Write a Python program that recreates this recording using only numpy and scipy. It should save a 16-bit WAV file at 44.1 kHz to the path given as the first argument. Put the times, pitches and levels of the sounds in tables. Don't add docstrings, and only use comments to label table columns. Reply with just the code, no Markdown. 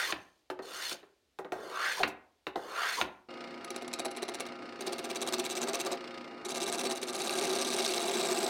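import sys
import numpy as np
from scipy import signal
from scipy.io import wavfile
from scipy.ndimage import uniform_filter1d, map_coordinates

SR = 44100
rng = np.random.default_rng(int(sys.argv[2]) if len(sys.argv) > 2 else 0)


def transcribe(signal):
    frames = np.atleast_2d(signal).T
    limited = np.clip(frames, -1, 1)
    pcm = np.round(limited * 32767).astype(np.int16)
    wavfile.write(sys.argv[1], SR, pcm)


N = 374409
T = np.arange(N) / SR
SPINDLE_HZ = 17.14

# frequency in Hz, relative level in dB.
SOLE_SPECTRUM = [(50, -27), (150, -15), (260, -7), (380, 3), (600, 3), (900, -6), (1600, -6.5), (4000, -43)]


def amp(db):
    return 10 ** (np.asarray(db) / 20)


def unit(x):
    return x / np.sqrt(np.mean(x ** 2) + 1e-20)


def read(points, hz):
    f, value = np.transpose(points)
    return np.interp(np.log(hz + 1), np.log(f + 1), value)


def add(mix, s, sound):
    part = mix[max(round(s * SR), 0):][:len(sound)]
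    part += sound[:len(part)]


def colour(x, points):
    log_gain = np.log(amp(read(points, abs(np.fft.fftfreq(4096, 1 / SR)))))
    taps = np.fft.ifft(np.exp(np.conj(signal.hilbert(log_gain)))).real
    return signal.oaconvolve(x, taps[:len(taps) // 2])[:len(x)]


def low_cut(x, hz):
    return signal.sosfilt(signal.butter(4, hz, "high", fs=SR, output="sos"), x)


def ring(x, modes):
    out = 0
    for hz, width_hz, db in modes:
        out = out + amp(db) * signal.lfilter(*signal.iirpeak(hz, hz / max(width_hz, 2), SR), x)
    return out


def resonate(x, hz, width_hz):
    turn, r = np.exp(2j * np.pi * np.cumsum(hz) / SR), np.exp(-np.pi * width_hz / SR)
    return (turn * signal.lfilter([(1 - r) ** 2], [1, -2 * r, r * r], x / turn)).real


def drift(hz):
    knots = rng.standard_normal(N // 8)
    return map_coordinates(knots, [T * hz], order=1, mode="wrap") * np.sqrt(3 / 2)


def fibres(per_s, spread_db):
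    size = amp(np.clip(spread_db, 0, 5) * np.minimum(rng.exponential(1, N), 4))
    return unit(size * rng.standard_normal(N) * (rng.random(N) < per_s / SR))


def crackle(x, patchy_db, size):
    z = signal.stft(x, nperseg=size)[2]
    patches = uniform_filter1d(rng.standard_normal(z.shape), size=2, axis=0)
    patches = unit(uniform_filter1d(patches, size=3, axis=1))
    return signal.istft(z * unit(amp(patchy_db * patches)), nperseg=size)[1][:N]


def swing(fastest):
    push_s, brake_s = 0.17, 0.13
    return np.exp(-((T - fastest) / np.where(T < fastest, push_s, brake_s)) ** 2)


def strokes():
    # set down in s, fastest moment in s, off the end in s, strip resonance at the fastest moment
    # in Hz, relative levels of sole rumble, strip and shaving hiss in dB, fading of the loose shaving in dB/s.
    passes = [(0, 0.037, 0.11, 1740, -35, -28.5, -35, 82), (0.622, 0.865, 0.928, 1798, -42, -39, -36, 130),
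              (1.53, 1.902, 2.011, 1704, -38.5, -27.5, -37.5, 171.5),
              (2.573, 2.903, 3.013, 1739, -40, -26.5, -36.5, 123)]
    set_down_s, lift_db_per_s = 0.00046, 648.5
    climb_oct_per_s, climb_below_oct, climb_above_oct = 3.2, 1.2, 0.17
    glide_db = -9
    strip_law, strip_creep = 2.26, 0.018
    shaving_law, shaving_creep = 1.48, 0.13
    strip_lead_s = 0.042
    loose_db = -19.5
    hz, sole, strip, shaving = np.zeros((4, N))
    for down, fastest, off, top_hz, sole_db, strip_db, shaving_db, fall_db_per_s in passes:
        pushing, after, speed = T < fastest, np.maximum(T - off, 0), swing(fastest)
        on_wood = np.clip((T - down) / set_down_s, 0, 1) * amp(-lift_db_per_s * after)
        climb_oct = np.clip(climb_oct_per_s * (T - fastest), -climb_below_oct, climb_above_oct)
        hz = np.where((T >= down) | (hz == 0), top_hz * 2 ** climb_oct, hz)
        sole += on_wood * amp(sole_db + glide_db * speed)
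        strip += on_wood * amp(strip_db) * (strip_creep + swing(fastest - strip_lead_s) ** strip_law)
        curl = (T > off) * amp(loose_db - fall_db_per_s * after)
        cutting = shaving_creep + np.where(pushing, speed, 1) ** shaving_law
        shaving += (on_wood + curl) * amp(shaving_db) * cutting
    return hz, (sole, strip, shaving)


def plane():
    # multiple of its resonance, base width as a share of the pitch,
    # relative level in dB.
    bending = [(1, 0.19, 10), (.52, 0.28, -1.5), (2.08, 0.093, -2.5), (2.6, 0.04, -20), (3.2, 0.03, -8)]
    # frequency in Hz, relative level in dB.
    shaving_spectrum = [(400, -17), (1200, -3), (2200, -4.5), (4200, 2.5), (5400, -1), (7200, -17),
                        (7800, -9), (9000, -28), (11000, -13.5), (16000, -16)]
    # frequency in Hz, width in Hz, relative level in dB.
    iron_modes = [(2940, 45, 0), (3146, 60, -0.5), (3530, 49, 6), (4277, 52, 6.5), (4800, 85, -4),
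                  (5530, 120, 0), (6280, 77, 4.5), (6850, 140, -1.5), (8440, 820, -7), (10500, 146.2, -13)]
    echo_s, echo_db = 0.0013, -8
    hz, gains = strokes()
    base_hz = hz.max()
    steady = np.zeros(N)
    for multiple, width, db in bending:
        mode_hz = multiple * base_hz
        once = ring(rng.standard_normal(N), [(mode_hz, 1.8 * width * mode_hz, 0)])
        twice = ring(once, [(mode_hz, 4 * width * mode_hz, 0)])
        steady += amp(db) * unit(twice)
    strip = unit(map_coordinates(steady, [np.cumsum(hz / base_hz)], order=3))
    tearing = fibres(7000, spread_db=2.3)
    echo = np.interp(T - echo_s * hz / base_hz, T, tearing)
    tearing = tearing + amp(echo_db) * echo
    hiss = unit(colour(tearing, shaving_spectrum)) + unit(ring(tearing, iron_modes))
    hiss = unit(crackle(hiss, patchy_db=1.0, size=192))
    rumble = unit(colour(rng.standard_normal(N), SOLE_SPECTRUM))
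    grain = amp(1.4 * drift(300))
    return grain * (amp(-7.5) * gains[0] * rumble + amp(-6.0) * gains[1] * strip + amp(-6.0) * gains[2] * hiss)


def scrapes():
    # start in s, length in s, top pitch in Hz, level in dB.
    rocks = [(0.083, 0.052, 1130, -41.5), (0.139, 0.051, 1100, -52.5), (0.905, 0.055, 810, -51),
             (1.519, 0.023, 800, -36.5), (1.972, 0.038, 994, -39), (1.999, 0.029, 740, -30.5),
             (2.061, 0.035, 860, -43), (2.555, 0.028, 770, -35.5), (2.97, 0.049, 1080, -34.5),
             (3.028, 0.063, 1000, -44.5)]
    top_share, bend_oct, width_hz = 0.23, 1.33, 190
    out, t = np.zeros(N), T[:SR // 5] - .1
    for s, length_s, top_hz, db in rocks:
        done = np.clip(t / length_s, 0, 1)
        hz = top_hz * 2 ** (-bend_oct * (done - top_share) ** 2)
        touching = (done > 0) & (done < 1)
        hollow = unit(resonate(rng.standard_normal(len(t)), hz, width_hz)[touching])
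        rub = unit(colour(rng.standard_normal(len(t)), SOLE_SPECTRUM)[touching])
        add(out, s, amp(db) * np.sqrt(np.sin(np.pi * done[touching])) * (hollow + amp(-10.5) * rub))
    return out


def struck(modes, t, scatter):
    hz, db, t60 = np.transpose(modes)[:, :, None]
    detune, weight = rng.standard_normal((2, len(modes), 1))
    sign = (-1) ** np.arange(len(modes))[:, None]
    decay = amp(db + 2 * weight - 60 * t / t60)
    return (sign * decay * np.sin(2 * np.pi * hz * (1 + scatter * detune) * t)).sum(0)


def knocks():
    # time in s, relative levels of bench thud, wood clack and metal tick in dB.
    blows = [(0.124, -42, -28, -67), (0.501, -38, -36.5, -34), (0.591, -41.5, -45.5, -52),
             (0.915, -47, -37.5, -25), (1.03, -56.5, -58, -80), (1.388, -40, -44.5, -36),
             (1.447, -43, -50, -50), (1.521, -38, -39, -31), (2, -48, -43, -51), (2.03, -40.5, -32.5, -44),
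             (2.0334, -42, -21, -31), (2.039, -43.5, -32.5, -47), (2.047, -51, -41, -46),
             (2.077, -48.5, -41, -25.5), (2.468, -40.5, -33, -36), (2.558, -37.5, -39.5, -35),
             (3.005, -55, -58, -40), (3.0136, -43, -23.5, -42), (3.022, -41, -43, -41)]
    # frequency in Hz, relative level in dB, t60 in s.
    bench_modes = [(81, -26, 0.2), (173.7, -12.5, 0.26), (204, -27, 0.44), (373, 4, 0.21), (441, -3, 0.051),
                   (607, 0, 0.1), (650, -3, 0.041), (842, -3.5, 0.16), (920, 0, 0.012)]
    # frequency in Hz, relative level in dB, t60 in s.
    strip_modes = [(1230, -5, 0.04), (1422, 2, 0.034), (1816, 2.5, 0.05), (2156, 4, 0.036),
                   (2950, 1.5, 0.0085), (3010, -7, 0.039), (3590, 14, 0.0047), (4100, -4.5, 0.042),
                   (5280, -25.5, 0.015)]
    # (Hz, relative dB)
    crack_spectrum = [(100, -8.5), (900, 7.5), (1900, 10.0), (2700, 10.0), (3200, -2.5), (4050, 3),
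                      (4500, -3.5), (5200, -12.0), (16000, -61)]
    tick_spectrum = [(1500, -38.0), (5500, 7.0), (9000, 3.0), (16000, -2.5)]
    bump_spectrum = [(100, -37.0), (300, 5.5), (750, 2.0), (1100, -2.0), (2000, -6.5), (6000, -69.0)]
    boom_spectrum = [(20, -36), (45, -28), (70, -3.5), (100, -8.5), (170, -7.0), (300, 2.0), (900, -47.5)]
    out, t = np.zeros(N), T[:SR // 3]
    for s, thud_db, clack_db, tick_db in blows:
        noise = rng.standard_normal(len(t))
        crack = colour(noise * (np.exp(-t / 0.0017) + 0.3 * np.exp(-t / 0.013)), crack_spectrum)
        tick = colour(noise * np.exp(-t / 0.014), tick_spectrum)
        bump = colour(noise * np.exp(-t / 0.015), bump_spectrum)
        boom = colour(noise * np.exp(-t / 0.045), boom_spectrum)
        thud = amp(thud_db - 15.5) * (unit(struck(bench_modes, t, scatter=0.046)) + 1.3 * unit(bump))
        clack = 1.25 * unit(crack) + 0.74 * unit(struck(strip_modes, t, scatter=0.031))
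        clack = amp(clack_db - 21.0) * (clack + amp(-11.0) * low_cut(unit(boom), hz=47.5))
        add(out, s, low_cut(thud, hz=146) + clack + amp(tick_db - 38.0) * unit(tick))
    return out


def nicks():
    # time in s, relative levels of chip and lathe
    # body in dB, ridge before and ridge after in dB against the highest.
    touches = [(3.645, -40.5, -48.5, -26, -24), (3.7035, -35, -35.5, -33, -26),
               (3.761, -34.5, -31.5, -28, -18), (3.821, -47, -34, -34, -3), (3.878, -42, -35, -30, -22),
               (3.9359, -30.5, -31, -8, -15), (3.994, -35, -29, -7, 0), (4.0539, -36, -29, -1.5, -0.5),
               (4.1122, -42.5, -44, -7, -9), (4.17, -41, -36.5, -0.5, -2.5), (4.228, -37, -29, -3, -4),
               (4.287, -41, -32, -2, 1.5), (4.3441, -36, -35, -7, -2), (4.404, -31.5, -26.5, -7, -13),
               (4.4645, -42, -39, -16, -12)]
    rise_s, gap_s = 0.0018, 0.0064
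    chip, body, t = np.zeros(N), np.zeros(N), T[:SR // 20]
    touch = (t / rise_s * np.exp(1 - t / rise_s)) ** 1.13
    for s, chip_db, body_db, before_db, after_db in touches:
        for delay_s, ridge_db in ((-gap_s, before_db), (0, 0), (gap_s, after_db)):
            add(chip, s + delay_s, amp(chip_db + ridge_db) * touch)
            add(body, s + delay_s, amp(body_db + ridge_db) * touch)
    return chip, body


def contact():
    # time in s, depth 0-1.
    feed = [(4.8, 0.05), (5.0, 0.18), (5.3, 0.26), (5.5, 0.46), (5.82, 0.37), (5.94, 0.01), (6.45, 0.47),
            (6.56, 0.56), (6.92, 0.52), (7.0, 0.4), (7.12, 0.45), (7.25, 0.76), (8.49, 0.98)]
    # place after the high side in turns, half width
    # in turns, depth of cut that reaches it 0-1, relative level in dB.
    ridges = [(-0.515, 0.022, 0.57, 8), (-0.455, 0.022, 0.56, 5.5), (-0.38, 0.028, 0.41, 1.5),
              (-0.28, 0.036, 0.19, -2), (-0.135, 0.044, 0, -5), (-0.035, 0.076, 0.02, -2.5),
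              (0.09, 0.036, 0.02, -3), (0.22, 0.073, 0.42, 1.5)]
    high_side_s = 3.3
    valley_db, valley_turns = 2, 0.37
    chatter_hz, chatter_share = 146, 0.38
    catch_light_db, catch_deep_db = 1.8, 1.3
    depth, turns = np.interp(T, *np.transpose(feed)), (T - high_side_s) * SPINDLE_HZ

    def away(place):
        return abs((turns - place + .5) % 1 - .5)

    valley = amp(valley_db) * depth ** 4.4 * np.exp(-(away(0) / valley_turns) ** 2)
    power = (valley + 0.0033) ** 2
    for place, width, reach, db in ridges:
        power += np.maximum(depth - reach, 0) * (amp(db) * np.exp(-(away(place) / width) ** 4)) ** 2
    chatter = 1 + chatter_share * depth * np.cos(2 * np.pi * chatter_hz * T + drift(12))
    catch_db = np.interp(depth, [0, 1], [catch_light_db, catch_deep_db])
    force = np.sqrt(power) * chatter * amp(catch_db * drift(260))
    return force / np.sqrt(uniform_filter1d(force ** 2, 2 * round(SR / SPINDLE_HZ)) + 1e-9)


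def level(tables, column, fade_s):
    out = np.zeros(N)
    for rows in map(np.array, tables):
        inside = np.clip(np.minimum(T - rows[0, 0], rows[-1, 0] - T) / fade_s + 1, 0, 1)
        out += inside * amp(np.interp(T, rows[:, 0], rows[:, column]))
    return out


def each_turn(hz):
    surface = rng.standard_normal(round(SR / hz))
    return surface[(T * hz % 1 * len(surface)).astype(int)]


def wood_colour(x, patchy_db, size):
    hz, t, z = signal.stft(x, SR, nperseg=size)
    spots = rng.standard_normal((len(hz), 14, 16))
    turn = t * SPINDLE_HZ % 1 * spots.shape[1]
    where = np.broadcast_arrays(hz[:, None] / 650, turn, t * 2.5)
    patches = unit(map_coordinates(spots, where, order=1, mode="grid-wrap"))
    gain = amp(patchy_db * np.minimum(hz / 8000, 1)[:, None] * patches)
    gain = gain / np.sqrt(np.mean(gain ** 2, axis=1, keepdims=True))
    return signal.istft(z * gain, nperseg=size)[1][:N]


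def driven(gain, source, through, shape):
    return through(gain * source, shape) / np.std(through(source, shape))


def chisel():
    # time in s, relative levels of chip hiss and lathe body in dB.
    cuts = [
        [(4.8, -48.5, -44.5), (4.88, -42, -37), (5.0, -47.5, -43.5), (5.33, -38, -35.5), (5.51, -41.5, -43.5),
         (5.66, -40, -35.5), (5.82, -38.5, -39), (5.88, -44, -34), (5.96, -39, -37)],
        [(6.45, -43.5, -43), (6.6, -39.5, -39), (6.89, -38.5, -36), (6.97, -43.5, -44), (7.41, -37, -35.5),
         (7.54, -38, -35), (7.72, -36.5, -40.5), (7.77, -35.5, -36), (7.88, -36, -38.5), (8.09, -38.5, -35.5),
         (8.16, -36, -35), (8.49, -39, -35.5)],
    ]
    # frequency in Hz, relative level in dB.
    chip_spectrum = [(40, -21), (300, -7), (900, -35), (1300, -7), (2400, 8), (3050, 5), (3600, 14.5),
                     (4100, 12.5), (5000, 6), (6000, 12), (7200, 5), (8200, 11.5), (9050, 7), (9700, -3),
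                     (10500, 2.5), (11200, -3), (11800, -5), (16000, -11)]
    # frequency in Hz, relative level in dB.
    nick_spectrum = [(300, -23), (1300, -8), (2400, 10.5), (3000, -2.5), (3950, 12.5), (4800, 2), (5900, 7),
                     (6900, -1), (8100, 8.5), (9600, -5), (10700, 3.5), (12000, -18), (16000, -13)]
    # frequency in Hz, width in Hz, relative level in dB.
    steel_modes = [(1184, 43, 4), (1606, 17, 8), (2310, 62, 1.5), (2680, 50, 3), (2850, 40, -1),
                   (3924, 70, 5.5), (4246, 23, 2), (4460, 28, 5), (5080, 50, 2), (5700, 78, -4),
                   (5940, 52, -3.5), (7570, 100, -7), (8310, 99, -18.5), (10470, 360, -6.5)]
    # frequency in Hz, width in Hz, relative level in dB.
    bed_modes = [(176.7, 7.6, -13), (240.7, 7.1, 6.5), (258.7, 6.5, 3.5), (372, 10, 12.5), (397, 34, 3),
                 (488, 17, -0.5), (544.4, 7, 3.5), (589, 36, -2.5), (660, 14.5, 6), (690.6, 8.6, 6.5),
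                 (799, 6.4, 5), (800, 10, -39), (979, 16, -15)]
    body_law = 0.25
    force, (nick_chip, nick_body) = contact(), nicks()
    chip = amp(-1.0) * force * level(cuts, 1, fade_s=0.0021)
    body = amp(4.0) * force ** body_law * level(cuts, 2, fade_s=0.0021) + nick_body
    hiss = driven(chip, fibres(12000, spread_db=1.9), colour, chip_spectrum)
    hiss = hiss + driven(nick_chip, rng.standard_normal(N), colour, nick_spectrum)
    patchy = crackle(rng.standard_normal(N), patchy_db=3, size=512)
    steel = amp(-4.5) * driven(chip + amp(-6) * nick_chip, patchy, ring, steel_modes)
    chips = crackle(hiss + steel, patchy_db=2.2, size=96)
    chips = wood_colour(chips, patchy_db=4.2, size=160)
    grain = low_cut(rng.standard_normal(N) + 0.51 * each_turn(SPINDLE_HZ), hz=178)
    bed = low_cut(driven(body, grain, ring, bed_modes), hz=152)
    return room(chips, wet_db=-11.0) + amp(-2.06) * bed


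def motor():
    # frequency in Hz, relative level in dB.
    tones = [(242.2, -57.5), (328.4, -61), (355.3, -55.5), (532.9, -60), (710.6, -64.5), (802.1, -61.5),
             (888.2, -78), (971, -66.5), (1248, -59), (1367, -63), (1513, -67), (1728, -72), (2137, -66),
             (2826, -68.5), (3690, -73), (4340, -72), (5227, -79)]
    # frequency in Hz, relative level in dB.
    whirr_spectrum = [(24, -135), (40, -36), (243, -7.5), (290, -3), (354, -5), (491, -7), (542, -3.5),
                      (585, -12.5), (697, -2.5), (751, -14.5), (1070, -15), (1240, -10), (1590, -17),
                      (2250, -15), (2620, -22), (2860, -15.5), (3100, -36), (4400, -24), (5300, -30),
                      (6400, -40), (9000, -45.5), (16000, -65)]
    # frequency in Hz, relative level in dB.
    scuff_spectrum = [(150, -4), (350, 12), (800, 10), (1400, 10.5), (2300, 12), (5200, 7.5), (6500, -5.5),
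                      (9000, -6.5), (10500, -27), (12000, -20), (16000, -25)]
    # time in s, level in dB.
    scuff_curve = [(3.3, -54), (4.7, -55), (6.2, -51.5), (6.3, -59), (6.45, -61)]
    motor_hz, tick_s = 29.61, 3.308
    hum = np.zeros(N)
    for hz, db in tones:
        phase = 2 * np.pi * (hz * T + rng.random()) + 0.3 * drift(11)
        hum += amp(db + 2.5 * drift(28)) * np.sqrt(2) * np.sin(phase)
    since_turns = ((T - tick_s) * motor_hz + 0.13) % 1
    rubbing = np.exp(-(since_turns / 0.28) ** 2) + 0.44 * np.exp(-since_turns / 0.73)
    rubbing = np.minimum(since_turns / 0.08, 1) * rubbing
    throbbing = rng.standard_normal(N) * amp(1.07 * drift(70)) * (1 + 0.32 * rubbing)
    whirr = amp(-48.5) * unit(colour(throbbing, whirr_spectrum))
    scuff = unit(colour(rubbing * amp(2 * drift(22.21)) * fibres(9000, spread_db=0.0), scuff_spectrum))
    return amp(0.5) * hum + whirr + amp(np.interp(T, *np.transpose(scuff_curve))) * scuff


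def room(x, wet_db):
    # frequency in Hz, t60 in s.
    decay_times = [(150, 0.4), (400, 0.49), (1040, 0.44), (2760, 0.32), (7280, 0.1)]
    taps = rng.standard_normal(SR // 2) * (rng.random(SR // 2) < .1)
    hz, t, z = signal.stft(taps, SR, nperseg=256)
    tail = signal.istft(z * amp(-60 * t / read(decay_times, hz)[:, None]), SR, nperseg=256)[1]
    tail = tail * np.clip(T[:len(tail)] / 0.00017 - 1, 0, 1)
    return x + amp(wet_db) * signal.oaconvolve(x, tail / np.linalg.norm(tail))[:N]


def air():
    # frequency in Hz, relative level in dB.
    air_spectrum = [(20, -24), (65, -1), (150, -16), (400, -6), (1000, -18), (4000, -16.5), (16000, -33)]
    return amp(-76.5) * unit(colour(rng.standard_normal(N), air_spectrum))


def scene():
    lathe_on_s = 3.286
    bench = room(plane() + scrapes() + knocks(), wet_db=-10.5) + air()
    lathe = motor() + chisel()
    running = np.clip((T - lathe_on_s) / .002, 0, 1)
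    return ((1 - running) * bench + running * lathe)[None]


def record(dry):
    edge_hz = 16150
    return signal.oaconvolve(dry, signal.firwin(511, edge_hz, window=("kaiser", 9), fs=SR)[None], "same")


dry = scene()
out = record(dry)
transcribe(out)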